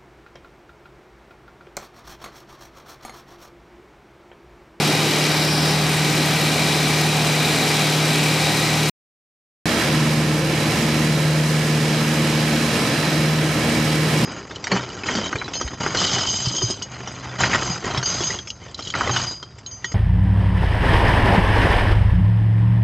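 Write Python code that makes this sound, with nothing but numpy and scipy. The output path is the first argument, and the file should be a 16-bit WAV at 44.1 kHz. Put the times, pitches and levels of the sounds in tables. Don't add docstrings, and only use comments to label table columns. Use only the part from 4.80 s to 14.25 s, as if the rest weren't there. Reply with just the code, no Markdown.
import sys
import numpy as np
from scipy import signal
from scipy.fft import rfft, irfft, next_fast_len
from scipy.io import wavfile

SR = 44100
rng = np.random.default_rng(int(sys.argv[2]) if len(sys.argv) > 2 else 0)


def store_pcm(level_fs):
    pcm = np.round(np.clip(level_fs, -1, 1) * 32767).astype(np.int16)
    wavfile.write(sys.argv[1], SR, np.atleast_2d(pcm).T)


N = 416744


def undb(db):
    return np.exp(np.asarray(db) * (np.log(10) / 20))


def on_log(table, hz):
    frequencies, values = np.transpose(table)
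    return np.interp(np.log(hz), np.log(frequencies), values)


def wander(t, rate_hz):
    knots = np.arange(t[0], t[-1] + 2 / rate_hz, 1 / rate_hz)
    return 1.14 * np.interp(t, knots, rng.standard_normal(len(knots)))


def noise_spectrum(shape_db, rms_db):
    spectrum = rfft(rng.standard_normal(2 * len(shape_db) - 2)) * undb(shape_db)
    return spectrum * undb(rms_db) / np.std(irfft(spectrum))


def partial(t, cycles, rms_db, waver_db, drift_rad):
    phase = 2 * np.pi * (cycles + rng.random()) + drift_rad * wander(t, 5)
    level_db = rms_db + waver_db * wander(t[::128], 6.18)
    return np.interp(t, t[::128], np.sqrt(2) * undb(level_db)) * np.sin(phase)


# (rms level in stretch 0 [dB], in stretch 1 [dB])
TICK_LEVELS = [-47, -62]

def loose_part(stretch, cycles, band_hz, decay_s):
    shaft_turns = 2 * (cycles - cycles[0])
    turn = shaft_turns.astype(int)
    strength = undb(4. 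* rng.standard_normal(turn[-1] + 1))[turn]
    age_s = (shaft_turns - turn) / (np.gradient(shaft_turns) * SR)
    band = signal.butter(2, band_hz, "bandpass", fs=SR, output="sos")
    bursts = signal.sosfilt(band, strength * np.exp(-age_s / decay_s) * rng.standard_normal(len(cycles)))
    return undb(TICK_LEVELS[stretch]) * bursts / np.std(bursts)


# (frequency in stretch 0 [Hz], in stretch 1 [Hz])
ROTOR_HZ = [139.9, 141.8]
# (multiple of rotor speed, rms level in stretch 0 [dB], in stretch 1 [dB])
ROTOR_PARTIALS = [(1, -46.5, -43), (3, -37, -41.5), (6, -54, -48), (7.24, -58, -53), (8.8, -58, -54),
                  (12, -56, -53), (19.83, -60, -54)]

def gyro(stretch, t):
    cycles = ROTOR_HZ[stretch] * t
    return sum(partial(t, multiple * cycles, levels[stretch], waver_db=1.5, drift_rad=.025 * multiple**2)
               for multiple, *levels in ROTOR_PARTIALS)


# (frequency [Hz], relative density [dB])
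COMMON_SHAPE = [
    [(21, -36), (45, -34.5), (97, -22), (130, -14), (203, -11), (305, -10), (471, -13.5), (784, -15.5),
     (1730, -18), (2350, -17.5), (3530, -19.5), (5000, -22.5), (10800, -32), (13000, -38), (15500, -40)],
    [(21, -26), (45, -30), (97, -15), (130, -6.5), (198, -8.5), (313, -8.5), (384, -14), (535, -12.5),
     (1150, -21), (2290, -20), (3530, -22), (5040, -25.5), (11100, -36), (13300, -41), (15500, -52)],
]
# (frequency [Hz], relative density [dB])
DIFFUSE_SHAPE = [
    [(18, -42), (30, -13.5), (69, -9.5), (114, -14.5), (291, -3), (359, -7), (638, -8), (766, -3),
     (1630, -1), (2300, -1), (4080, -2), (4530, -4), (6040, -4), (10400, -10), (12000, -14), (13000, -27),
     (15500, -42)],
    [(18, -39), (30, -10.5), (66, -9.5), (108, -14), (219, -6), (443, -8), (1130, -4), (1260, -1),
     (1510, -3), (1860, -2), (3490, -6), (4770, -5), (6880, -11), (12500, -14.5), (14500, -23),
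     (15500, -40)],
]
# (rms level in stretch 0 [dB], in stretch 1 [dB])
COMMON_DB = [-20, -22]
DIFFUSE_DB = [-32.5, -33]
# (frequency [Hz], width [Hz], gain [dB])
CABIN_MODES = [
    [(780, 110, 4.5), (1100, 80, -3), (1410, 80, -3.5), (1770, 80, -3), (1930, 120, 2.5), (2310, 110, 5),
     (2510, 210, 4), (2604, 69, -7.5), (3660, 100, -5.5), (3770, 160, 6.5), (4093, 260, 5.5),
     (4400, 200, -2), (4800, 480, 2.5), (5630, 340, 3), (8260, 900, 2), (11900, 1200, 1)],
    [(1145, 84, 1), (1020, 64, 3), (1305, 77, 4.5), (1440, 170, -1.5), (1760, 430, 3), (2130, 74, -1.5),
     (2256, 72, 5.5), (2660, 56, 0), (2440, 90, 1.5), (2800, 89, 1), (3280, 43, 6.5), (3430, 420, -3),
     (4090, 250, 2.5), (4380, 280, -4), (5100, 830, 1.5)],
]

def cabin_spectra(stretch, hz):
    modes_db = sum(db * np.exp(-.5 * (2 * (hz - centre) / width) ** 2)
                   for centre, width, db in CABIN_MODES[stretch])
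    common = noise_spectrum(on_log(COMMON_SHAPE[stretch], hz) + modes_db, COMMON_DB[stretch])
    diffuse = noise_spectrum(on_log(DIFFUSE_SHAPE[stretch], hz), DIFFUSE_DB[stretch])
    return common, diffuse


# (frequency [Hz], left minus right [dB])
BALANCE = [
    [(450, 0), (700, -.5), (1290, 1.5), (2380, 1), (4400, 1), (8120, 1.5), (15000, 0)],
    [(700, 0), (1290, -3), (2380, -4), (4400, -4), (8120, -1.5), (15000, 0)],
]
# (multiple of the cycle, depth from 11 kHz up [dB])
TREBLE_THROB = [(2, 0.83), (4, 1.24), (8, 0.9)]
# (low [Hz], middle [Hz], treble [Hz])
RANGE_HZ = [330, 1500, 6000]
# (time [s], low gain [dB], middle gain [dB], treble gain [dB])
RANGE_SWELL = [
    [(0, 2, .6, .6), (.45, 0, .6, 0.5), (1.1, -2, -.6, -0.8), (1.9, .3, .3, 0.5), (2.4, -2, -.6, -.6),
     (2.85, 1, 1.2, 0.9), (3.3, -1.3, -0.14, 0.2), (3.7, -0.5, 0.84, 0.4), (4.1, -4, -1.4, -0.7)],
    [(4.85, 1.2, 2.2, 1.3), (5.15, -1.5, 1.5, 0.49), (5.5, -0.2, -1.2, -.8), (6.05, -0.5, -0.9, 0.056),
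     (6.6, -2.5, -1, -0.48), (7.2, -2.5, 0.5, 0.11), (7.8, 0, 1.2, 1.4), (8.2, -1.5, 0, -0.55),
     (8.6, -3, -1.1, -1.5), (8.9, -0.5, 0.5, 0.25), (9.2, -4, -.3, -0.13), (9.45, 3, 0.5, 1)],
]
# (frequency [Hz], gain [dB])
TURN_COLOUR = [(1600, -0.5), (2450, -4.5), (3200, -0.8), (4100, -2.5), (5050, 5), (6400, -3.5),
               (10000, -1.5)]
TURN_S, TURN_WIDTH_S = .76, .15

def air_rush(stretch, t, cycles):
    size = 2 * next_fast_len(len(t) // 2 + 1)
    hz = np.maximum(np.arange(size // 2 + 1) * SR / size, 1)
    common, diffuse = cabin_spectra(stretch, hz)
    swell_s, *swell_db = np.transpose(RANGE_SWELL[stretch])
    coarse_t, octave = t[::128], np.log2(hz)
    turning = np.exp(-.5 * ((coarse_t - TURN_S) / TURN_WIDTH_S) ** 2)
    throb_db = sum(depth * np.cos(2 * np.pi * multiple * cycles) for multiple, depth in TREBLE_THROB)
    treble_db = throb_db + .7 * wander(t, 70)
    gust_db = .3 * wander(coarse_t, 9)
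    out, ports = np.zeros((2, len(t))), np.array([[1], [-1]])
    for centre in 25 * 2 ** (np.arange(29) / 3):
        window = np.cos(np.pi / 2 * np.clip(3 * (octave - np.log2(centre)), -1, 1)) ** 2
        sway_db = (.15 + 1.9 * min(90 / centre, 1)) * wander(coarse_t, 3)
        band_swell = [on_log(np.c_[RANGE_HZ, row], centre) for row in np.transpose(swell_db)]
        flicker_db = .5 * wander(coarse_t, 12)
        band_db = sway_db + np.interp(coarse_t, swell_s, band_swell) + gust_db + flicker_db
        gain = undb(min(centre / 11000, 1) * treble_db + np.interp(t, coarse_t, band_db))
        balance = undb(on_log(BALANCE[stretch], centre) / 2 * ports)
        turn_gain = np.interp(t, coarse_t, undb(turning * on_log(TURN_COLOUR, centre)))
        mid = turn_gain * irfft(common * window)[:len(t)]
        side = irfft(diffuse * window)[:len(t)]
        out += gain * (balance * mid + ports * side)
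    return out


# (multiple of its cycle, rms level in stretch 0 [dB], in stretch 1 [dB])
FAST_PARTIALS = [(6.015, -39.5, -44), (6.95, -54, -36), (9, -38.5, -39), (9.97, -38.5, -52),
                 (11.04, -47.5, -39.5), (13.04, -43, -50), (14.06, -58, -49), (15.05, -38, -42),
                 (15.96, -38, -35), (17.09, -40.5, -37.5), (18, -47.5, -41.5), (18.9, -52, -48),
                 (19.95, -47, -50), (20.6, -50, -54), (24.3, -54.5, -46), (26.93, -46, -43.5),
                 (27.85, -46.5, -39.5), (29.95, -56.5, -51)]
SLOW_PARTIALS = [(10.09, -50, -38.5), (12.9, -49, -41), (15.12, -42, -48), (15.96, -43.5, -39),
                 (18.98, -43.5, -43.5), (23.9, -56.5, -39)]

def engine_drone(stretch, t, fast_cycles, slow_cycles):
    return sum(partial(t, multiple * cycles, levels[stretch], waver_db=2., drift_rad=.025 * multiple)
               for table, cycles in ((FAST_PARTIALS, fast_cycles), (SLOW_PARTIALS, slow_cycles))
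               for multiple, *levels in table)


# (time [s], lead [cycles], faster boom gain [dB], slower boom gain [dB])
ENGINE_DRIFT = [
    [(0, 0.063, -10, 0.5), (.82, .109, 6.5, -3), (1.64, 0.17, -3, 1.5), (2.46, 0.26, 1, 0.5),
     (3.28, 0.36, 0, 1), (4.1, 0.48, -2, 1.3)],
    [(4.85, 0.037, 2, -3), (5.425, .146, -1.5, -0.2), (6.0, 0.19, -2, 0.7), (6.575, .26, -0.5, 1.2),
     (7.15, 0.279, -2.2, 0.6), (7.725, .28, 1, -1.8), (8.3, 0.33, -4.5, -1), (8.875, 0.45, 0.5, -0.2),
     (9.45, 0.52, -1.1, -3)],
]
# (multiple of the cycle, faster level [dB], slower level [dB], path lead [cycles])
BOOM_HARMONICS = [
    [(4, -45.5, -51, .045), (8, -35.5, -24.5, 0.0043), (12, -53.5, -40.5, 0.045)],
    [(4, -39, -54, 0.081), (8, -28.5, -23, 0), (12, -31.5, -31.5, 0.044)],
]

def engine_booms(stretch, t, slow_cycles):
    times, *columns = np.transpose(ENGINE_DRIFT[stretch])
    lead, fast_gain_db, slow_gain_db = (np.interp(t, times, column) for column in columns)
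    out = np.zeros(len(t))
    for multiple, fast_db, slow_db, path_lead in BOOM_HARMONICS[stretch]:
        phase = 2 * np.pi * (multiple * slow_cycles + rng.random()) + .11 * wander(t, 4.6)
        out += undb(fast_db + fast_gain_db) * np.sin(phase + 2 * np.pi * multiple * (lead + path_lead))
        out += undb(slow_db + slow_gain_db) * np.sin(phase)
    return np.sqrt(2) * out


# (start [s], end [s])
STRETCH_TIMES = [(0, 4.0972), (4.8557, 9.45)]
# (time [s], frequency [Hz])
CYCLE_RATE = [(0, 19.06), (.9, 19.14), (2.4, 19.05), (3.5, 19.12), (4.9, 19.08), (5.9, 19.07), (6.5, 19.13),
              (7.3, 19.1), (8, 19.19), (9.45, 19.21)]

def scene():
    out, clock = np.zeros((2, N)), np.arange(N) / SR
    cycles = np.cumsum(np.interp(clock, *np.transpose(CYCLE_RATE))) / SR
    for stretch, (start, end) in enumerate(STRETCH_TIMES):
        span = slice(int(start * SR), min(int(end * SR), N))
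        t, slow_cycles = clock[span], cycles[span]
        lead_s, lead = np.transpose(ENGINE_DRIFT[stretch])[:2]
        fast_cycles = slow_cycles + np.interp(t, lead_s, lead)
        out[:, span] += engine_drone(stretch, t, fast_cycles, slow_cycles)
        out[:, span] += engine_booms(stretch, t, slow_cycles)
        out[:, span] += gyro(stretch, t)
        out[:, span] += air_rush(stretch, t, fast_cycles)
        out[:, span] += loose_part(stretch, fast_cycles, band_hz=(5500, 13000), decay_s=.0015)
    return out


TARGET_DB, RATIO, REACTION_S, CUTOFF_HZ = -18, 3., .12, 15520

def record(dry):
    sounding = dry[0] != 0
    power = np.mean(dry[:, sounding] ** 2, axis=0)
    pole, target_power = np.exp(-1 / (REACTION_S * SR)), undb(2 * TARGET_DB)
    smoothed = signal.lfilter([1 - pole], [1, -pole], power, zi=[pole * target_power])[0]
    gain = np.zeros(N)
    gain[sounding] = (target_power / smoothed) ** ((1 - 1 / RATIO) / 2)
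    return signal.sosfilt(signal.ellip(12, .2, 70, CUTOFF_HZ, fs=SR, output="sos"), dry * gain)


dry = scene()
out = record(dry)
store_pcm(out)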